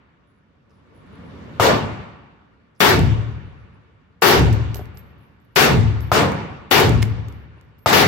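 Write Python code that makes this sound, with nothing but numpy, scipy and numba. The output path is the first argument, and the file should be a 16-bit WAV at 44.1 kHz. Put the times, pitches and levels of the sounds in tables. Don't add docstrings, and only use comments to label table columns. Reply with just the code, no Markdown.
import sys
import numpy as np
from scipy import signal
from scipy.fft import rfft, irfft
from scipy.io import wavfile
from scipy.ndimage import uniform_filter1d
from numba import njit

SR = 44100
rng = np.random.default_rng(int(sys.argv[2]) if len(sys.argv) > 2 else 0)


def magnitude_from_level(level_db):
    exponent = np.asarray(level_db, float) / 20
    return 10 ** exponent


def wav_out(sig):
    wavfile.write(sys.argv[1], SR, np.round(np.clip(np.atleast_2d(sig).T, -1, 1) * 32767).astype(np.int16))


N = 355887
HOP = 64


def table(rows, hz):
    f, v = np.transpose(rows)[:2]
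    return np.interp(np.log(hz), np.log(f), v)


def shares_db(rows, hz):
    power = 10 ** (table(rows, hz) / 10) * hz
    return 10 * np.log10(power / power.sum())


def modes(rows):
    t = np.arange(int(SR * max(row[2] for row in rows))) / SR
    return sum(magnitude_from_level(db - 60 * t / t60) * np.sin(2 * np.pi * hz * t) for hz, db, t60 in rows)


def walk(rate, size):
    k = max(int(SR / HOP / rate), 1)
    steps = np.repeat(rng.standard_normal(size // k + 1), k)
    return 1.3 * uniform_filter1d(steps, k)[:size]


def strikes(sound, rows, db):
    out = np.zeros(N + SR + len(sound))
    for row, gain in zip(rows, magnitude_from_level(db + np.zeros(len(rows)))):
        start = int(row[0] * SR) + SR
        out[start:start + len(sound)] += gain * sound
    return out[SR:SR + N]


# [f/Hz, level/dB]
FAN_COLOUR = [(15, -46), (25, -16), (76, 0), (249, -5), (331, -12), (527, -12), (776, -23), (1000, -16),
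              (3380, -31), (9000, -55), (12000, -57), (15600, -64), (17000, -110)]
AIR_LOW_DB, AIR_HIGH_DB, AIR_DUCKED_DB = -62, -39, -60
AIR_OPENS_S, AIR_RISE_S = .97, .17


def ventilation_power(s, hz):
    opening = 1 / (1 + np.exp((AIR_OPENS_S - s) / AIR_RISE_S))
    swell_db = AIR_LOW_DB + (AIR_HIGH_DB - AIR_LOW_DB) * opening
    air_db = np.where(s < FAR_SHOTS[1][0], swell_db, AIR_DUCKED_DB)
    return magnitude_from_level(2 * (shares_db(FAN_COLOUR, hz)[:, None] + air_db))


# [t/s, level/dB]
TINKLES = [(.262, -80), (.70, -82), (.935, -73), (1.115, -75), (1.235, -76), (2.765, -72), (3.29, -86),
           (3.455, -85), (3.575, -87), (5.197, -80), (5.438, -84), (3.72, -89), (7.39, -90), (7.55, -86)]
# [f/Hz, level/dB, t60/s]
TINKLE_TONES = [(10760, 0.1, .5), (10830, -2, .4), (10680, -5, .3)]
TINKLE_ATTACK_S, TINKLE_HISS_DB, TINKLE_HISS_T60_S = .012, -13, .5


def tinkles():
    ring = modes(TINKLE_TONES)
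    t = np.arange(len(ring)) / SR
    hiss = np.diff(rng.standard_normal(SR))[:len(t)]
    hiss = hiss * magnitude_from_level(TINKLE_HISS_DB - 60 * t / TINKLE_HISS_T60_S)
    waver = np.repeat(magnitude_from_level(3 * walk(70, N // HOP + 1)), HOP)
    waver = uniform_filter1d(waver, size=300)[:N]
    soft_start = 1 - np.exp(-t / TINKLE_ATTACK_S)
    far = strikes((ring + hiss) * soft_start, TINKLES, np.transpose(TINKLES)[1])
    return waver * far * magnitude_from_level(np.array([[0.5], [6]]))


# [t/s, level/dB]
RUSTLES = [
    (.695, -61),
    (1.24, -68),
    (2.75, -60),
]
SLING_HZ, SLING_WIDTH_HZ, SLING_T60_S = 5200, 600, .4
HAMMER_LEAD_S, HAMMER_DB = .0065, -42


def trigger():
    t = np.arange(int(SR * HAMMER_LEAD_S)) / SR
    scrape = np.diff(rng.standard_normal(SR // 50))[:len(t)] * (.3 + t / HAMMER_LEAD_S)
    lock = strikes(scrape, np.array(NEAR_SHOTS) - HAMMER_LEAD_S, HAMMER_DB)
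    t = np.arange(SR // 4) / SR
    band = signal.iirpeak(SLING_HZ, SLING_HZ / SLING_WIDTH_HZ, fs=SR)
    crackle = magnitude_from_level(3.0 * rng.standard_normal(len(t) // HOP + 1).repeat(HOP)[:len(t)])
    rustle = signal.lfilter(*band, rng.standard_normal(len(t)) * crackle)
    strap = strikes(rustle * magnitude_from_level(-60 * t / SLING_T60_S), RUSTLES, np.transpose(RUSTLES)[1])
    return (lock + strap) * magnitude_from_level(np.array([[-6], [3]]))


# [t/s, click level/dB, ring level/dB]
CASE_HITS = [(2.9924, -24, -55), (4.3944, -21, -50), (4.5276, -30, -53), (4.5334, -33, -54),
             (4.7446, -24, -35), (4.7574, -35, -39), (4.7684, -36, -53), (4.7915, -45, -61),
             (4.8559, -49, -54), (4.9414, -64, -54), (4.9726, -38, -43), (4.993, -54, -62),
             (6.0057, -36, -37), (6.3194, -34, -55), (6.8934, -22, -54), (7.0224, -23, -54),
             (7.0274, -17, -48), (7.2848, -39, -52), (7.3244, -48, -56), (7.6116, -51, -71),
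             (7.783, -64, -54), (7.7912, -58, -53)]
# [f/Hz, level/dB, t60/s]
BRASS_TONES = [(12750, -9, .12), (13180, -1, .07), (13330, -8, .04), (12930, -7, .33), (8200, -10, .025),
               (5100, -10, .035), (2900, -6, .035)]
# [t/s, level/dB]
PANEL_KNOCKS = [
    (4.758, -36),
    (4.794, -29),
    (4.812, -36),
    (7.575, -56),
]
# [f/Hz, level/dB, t60/s]
PANEL_TONES = [(420, 0.1, .05), (610, -3, .04), (720, -2, .04)]
# [f/Hz, level/dB, t60/s]
CLANK_TONES = [(1850, -3, .02), (2140, 0.1, .03), (2450, -4, .02), (2900, -6, .02)]
CLANK_S, CLANK_DB = 7.027, -20
CASE_PAN_DB = -8
CLICK_T60_S, CLICK_TAIL_T60_S, CLICK_TAIL_DB, RING_ATTACK_S = .009, .2, -26, .003
ROLL_S, ROLL_TURNS, TURN_S, TURN_WOBBLE_S = 5.105, 7, .057, .012
ROLL_CLICK_DB, ROLL_RING_DB, ROLL_FADE_DB, TURN_WOBBLE_DB = -72, -66, -.6, 3.5


def cases():
    turn = np.arange(ROLL_TURNS)[:, None]
    roll = [ROLL_S, ROLL_CLICK_DB, ROLL_RING_DB] + turn * [TURN_S, ROLL_FADE_DB, ROLL_FADE_DB]
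    wobble = rng.standard_normal((ROLL_TURNS, 3)) * [TURN_WOBBLE_S, TURN_WOBBLE_DB, TURN_WOBBLE_DB]
    hits = np.vstack([CASE_HITS, roll + wobble])
    _, click_db, ring_db = hits.T
    t = np.arange(SR // 6) / SR
    fall = magnitude_from_level(-60 * t / CLICK_T60_S) + magnitude_from_level(CLICK_TAIL_DB - 60 * t / CLICK_TAIL_T60_S)
    bright = signal.butter(1, (1700, 9000), "band", fs=SR, output="sos")
    knocks = strikes(modes(PANEL_TONES), PANEL_KNOCKS, np.transpose(PANEL_KNOCKS)[1])
    knocks = knocks + strikes(modes(CLANK_TONES), [(CLANK_S,)], CLANK_DB)
    spin = np.repeat(magnitude_from_level(4 * walk(60, N // HOP + 1)), HOP)
    spin = uniform_filter1d(spin, size=256)[:N]
    brass = modes(BRASS_TONES)
    brass = brass * (1 - np.exp(-np.arange(len(brass)) / SR / RING_ATTACK_S))
    out = []
    for sign in (.5, -.5):
        pan_db = sign * CASE_PAN_DB
        noise = signal.sosfilt(bright, rng.standard_normal(N))
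        rasp = noise * strikes(fall, hits, click_db + 1.6 + pan_db)
        ring = spin * strikes(brass, hits, ring_db - 5.0 + pan_db)
        out.append(rasp + ring + knocks)
    return np.array(out)


BOLT_LAG_S, BOLT_SPREAD_S, BOLT_DB = .093, .006, -31


def bolt():
    t = np.arange(SR // 5) / SR
    steel = np.diff(rng.standard_normal((2, N + 2)), 2)
    burst = np.exp(-.5 * ((t - BOLT_LAG_S) / BOLT_SPREAD_S) ** 2)
    return steel * strikes(burst, NEAR_SHOTS, BOLT_DB)


def surge(rows, delay_s, spread_s, apart):
    t = np.arange(SR // 2) / SR
    push = rng.standard_normal((2, len(t))) * np.exp(-.5 * ((t - delay_s) / spread_s) ** 2)
    push = signal.sosfilt(signal.butter(4, 62, "high", fs=SR, output="sos"), push)
    push = push / np.sqrt(np.sum(push[0] ** 2))
    sides = [push[0] + apart * push[1], push[0] - apart * push[1]]
    return signal.fftconvolve(sides, modes(rows)[None])


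# [f/Hz, level/dB, t60/s]
HALL_TONES = [(63, -12, 1.1), (73, 0.1, 1.1), (98, -7, .9), (110, 0.1, .85), (122, -5, .8), (135, -5, .8),
              (152, -3, .75), (227, -12, .45), (262, -16, .4)]
# [f/Hz, level/dB, t60/s]
BOOTH_TONES = [(398, -2, .16), (500, -1, .2), (528, -4, .2), (690, -5, .15), (1035, -4, .2)]
BOOM_DELAY_S, BOOM_SPREAD_S, BOOTH_DB = .2, .045, -22


def boom():
    shots = np.array([*NEAR_SHOTS, *FAR_SHOTS])
    hall_surge = surge(HALL_TONES, BOOM_DELAY_S, BOOM_SPREAD_S, apart=.35)
    hall = np.array([strikes(side, shots, shots[:, 3]) for side in hall_surge])
    booth_surge = surge(BOOTH_TONES, .085, .03, apart=.7)
    booth = np.array([strikes(side, shots, BOOTH_DB) for side in booth_surge])
    return hall * magnitude_from_level(np.array([[1.5], [-1.5]])) + booth * magnitude_from_level(np.array([[3], [-4]]))


# [delay t/s, level/dB]
FRONT_ARRIVALS = [
    (0.0006, -1),
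    (.0021, -7),
    (.0037, -9),
    (.0062, -9),
    (.0085, -12),
]
FRONT_HZ, FRONT_SPREAD_S = 950, .0007
THUD_HZ, THUD_SPREAD_S, THUD_DB = 110, .007, -17


def fronts():
    t = np.arange(SR // 25) / SR
    swing = 0
    for lag, db in FRONT_ARRIVALS:
        pulse = np.exp(-((t - lag) / FRONT_SPREAD_S) ** 2)
        swing = swing - magnitude_from_level(db) * np.cos(2 * np.pi * FRONT_HZ * (t - lag)) * pulse
    push = np.exp(-.5 * (t / THUD_SPREAD_S - 1) ** 2)
    swing = swing + magnitude_from_level(THUD_DB) * np.sin(2 * np.pi * THUD_HZ * t) * push
    return strikes(swing, FAR_SHOTS, 1.5) * magnitude_from_level(np.array([[1.2], [-2.5]]))


# [f/Hz, t60/s]
ROAR_T60 = [(100, .45), (500, .45), (1000, .36), (5000, .3), (14000, .19)]
# [f/Hz, t60/s]
HALL_T60 = [(40, 1.2), (100, 1.05), (300, 1.0), (1000, 1.15), (3000, 1.05), (8000, .7), (12000, .4),
            (15000, .3)]
# [f/Hz, left minus right level/dB]
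HALL_BALANCE = [(60, -.3), (250, -1.5), (700, 2.2), (2700, -.6), (6400, -8), (8100, -10), (12800, -3.5),
                (16000, -8)]
LATE_T60_S, LATE_DB = 2.7, -19.3
ROAR_DB = -12
BASS_LAG_S, BASS_LAG_DB, BASS_LAG_HZ = .16, -5, 200


def shot_power(s, hz, shots, roar, balance, hall, tail, swell_s):
    hz = hz[:, None]
    left = right = wet = 0
    for t0, hold, hall_db, _, tilt in shots:
        t = np.maximum(s - t0, 0)
        rise = (1 - np.exp(-t * np.minimum(5 * hz, 2500))) ** 2
        tilt_db = tilt * np.log2(hz / 1000)
        thump_db = 4.5 / (1 + (hz / 330) ** 4)
        thump_db = thump_db + BASS_LAG_DB * np.exp(-(t / BASS_LAG_S) ** 2) / (1 + (hz / BASS_LAG_HZ) ** 2)
        over = .02 * np.logaddexp(0, (t - hold * (1000 / hz) ** .15) / .02)
        fade_db = 60 * over / table(ROAR_T60, hz)
        flat = rise * magnitude_from_level(2 * (ROAR_DB + tilt_db + thump_db + shares_db(roar, hz) - fade_db))
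        flat = flat * (1 - .8 * np.exp(-(t / swell_s) ** 2))
        lean = table(balance, hz) * np.exp(-(t / .1) ** 2)
        ports = table(HALL_BALANCE, hz)
        left = left + flat * magnitude_from_level(ports + .75 * lean)
        right = right + flat * magnitude_from_level(-ports - 1.25 * lean)
        since = t - hold - .1
        early = shares_db(hall, hz) + tilt_db - 60 * since / table(HALL_T60, hz)
        late = shares_db(tail, hz) + LATE_DB - 60 * since / LATE_T60_S
        emerge = (t > 0) / (1 + np.exp(-(t - hold * (400 / hz) ** .17) / .025)) ** 2
        wet = wet + (magnitude_from_level(2 * (hall_db + early)) + magnitude_from_level(2 * (hall_db + late))) * emerge
    return np.array([left, right, wet])


@njit
def add(out, a, b, gains, slope, hop):
    wrap = len(a) - 1
    for i in range(out.shape[1]):
        k = i // hop
        j = i - k * hop
        here = i & wrap
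        there = (i + 40000) & wrap
        out[0, i] += (gains[0, k] + j * slope[0, k]) * a[there] + (gains[2, k] + j * slope[2, k]) * a[here]
        out[1, i] += (gains[1, k] + j * slope[1, k]) * b[there] + (gains[3, k] + j * slope[3, k]) * b[here]


# [t/s, roar held/s, hall level/dB, boom level/dB, treble tilt/dB per octave]
NEAR_SHOTS = [
    (2.803, .11, -16.5, -10.5, 0.8),
    (4.220, .13, -15.5, -10.5, 0.8),
    (5.5592, .11, -16.5, -10.5, 0.8),
    (6.710, .105, -16.5, -10.5, 0.8),
    (7.927, .11, -16.5, -10.5, 0.8),
]
# [t/s, held/s, hall level/dB, boom level/dB, tilt/dB per octave]
FAR_SHOTS = [
    (-.92, .08, -23, -35, -.3),
    (1.598, .095, -25, -36, -.3),
    (6.117, .07, -24, -35, -.3),
    (7.860, .045, -25, -35, .5),
]
# [f/Hz, level/dB]
NEAR_ROAR = [(24, -48), (40, -18), (124, -7), (320, -9), (392, 1), (467, -8), (680, -9), (751, -4),
             (965, -10), (1300, -8), (2260, -11), (5050, -18), (9220, -30), (12100, -22), (16000, -29)]
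# [f/Hz, left minus right level/dB]
NEAR_BALANCE = [(60, 2.5), (150, 10.0), (1500, 12.0), (3000, 9.5), (8000, 13.0), (15000, 9.5)]
# [f/Hz, level/dB]
NEAR_HALL = [(24, -41), (40, -11), (63, 0), (118, -1), (185, -13), (402, -18), (697, -30), (918, -23),
             (1040, -29), (2770, -36), (5310, -47), (9500, -61), (12500, -60), (16000, -72)]
# [f/Hz, level/dB]
NEAR_LATE = [(30, -26), (55, -4), (124, -3), (300, -17), (460, -19), (670, -28), (900, -23), (1250, -22),
             (2500, -28), (5000, -47), (10000, -70), (16000, -100)]
# [f/Hz, level/dB]
FAR_ROAR = [(24, -41), (40, -20), (87, -11), (354, -6), (479, 0), (790, -5), (896, -1), (965, -2),
            (1300, -5), (1760, -9), (4030, -14), (8130, -24), (9220, -31), (12100, -22), (16000, -31)]
# [f/Hz, left minus right level/dB]
FAR_BALANCE = [(60, 3.0), (700, 5.0), (2400, 5.0), (15000, 2.5)]
# [f/Hz, level/dB]
FAR_HALL = [(29, -34), (50, -12), (80, -4), (145, -1), (189, -5), (646, -15), (973, -12), (1660, -21),
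            (2400, -21), (9500, -49), (12900, -50), (16000, -62)]
# [f/Hz, level/dB]
FAR_LATE = [(29, -27), (50, 3), (124, -11), (181, -5), (459, -13), (599, -21), (1240, -12), (2500, -22),
            (10000, -62), (13000, -92), (22000, -120)]


def blasts_and_air():
    s = np.arange(N // HOP + 2) * HOP / SR
    hz = 25 * 2 ** np.arange(0, 9.4, 1 / 3)
    power = shot_power(s, hz, NEAR_SHOTS, NEAR_ROAR, NEAR_BALANCE, NEAR_HALL, NEAR_LATE, swell_s=.0015)
    power = power + shot_power(s, hz, FAR_SHOTS, FAR_ROAR, FAR_BALANCE, FAR_HALL, FAR_LATE, swell_s=.045)
    power[2] += ventilation_power(s, hz)
    size = 2 ** 17
    octave = np.log2(np.maximum(np.arange(size // 2 + 1), 1) * SR / size)
    mid, side = rfft(rng.standard_normal((2, size)))
    out = np.zeros((2, N))
    for k, f in enumerate(hz):
        mask = np.cos(np.clip(3 * (octave - np.log2(f)), -1, 1) * np.pi / 2)
        alike = .92 / (1 + (f / 330) ** 2)
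        same = mid * mask * np.sqrt(.5 + alike / 2)
        apart = side * mask * np.sqrt(.5 - alike / 2)
        flutter = magnitude_from_level(1.2 * walk(25, len(s)))
        left, right, wet = np.sqrt(power[:, k] / np.mean(mask ** 2)) * flutter
        pan = magnitude_from_level(table(HALL_BALANCE, f) / 2)
        gains = np.array([left, right, wet * pan, wet / pan])
        add(out, irfft(same + apart, size), irfft(same - apart, size), gains, np.diff(gains) / HOP, HOP)
    return out


def scene():
    background = tinkles() + trigger() + cases() + bolt()
    return background + boom() + fronts() + blasts_and_air()


def top_cut(x):
    return signal.sosfilt(signal.butter(12, 16810, fs=SR, output="sos"), x)


def record(dry):
    x = signal.sosfilt(signal.butter(3, 62, "high", fs=SR, output="sos"), dry)
    x = signal.lfilter(*signal.iirnotch(9700, 9, fs=SR), x) * .4 + x * .6
    dip = signal.lfilter(*signal.iirpeak(9100, 3.2, fs=SR), x[0])
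    x = x - [.92 * dip, 0 * dip]
    swing = np.sqrt(np.maximum(uniform_filter1d(x ** 2, size=180), 0))
    x = x / (1 + (swing / .42) ** 4) ** .2
    rounded = x / (1 + np.abs(x / 1.05) ** 4) ** .25
    top = signal.ellip(9, .2, 48, 15850, fs=SR, output="sos")
    return top_cut(signal.sosfilt(top, rounded))


dry = scene()
out = record(dry)
wav_out(out)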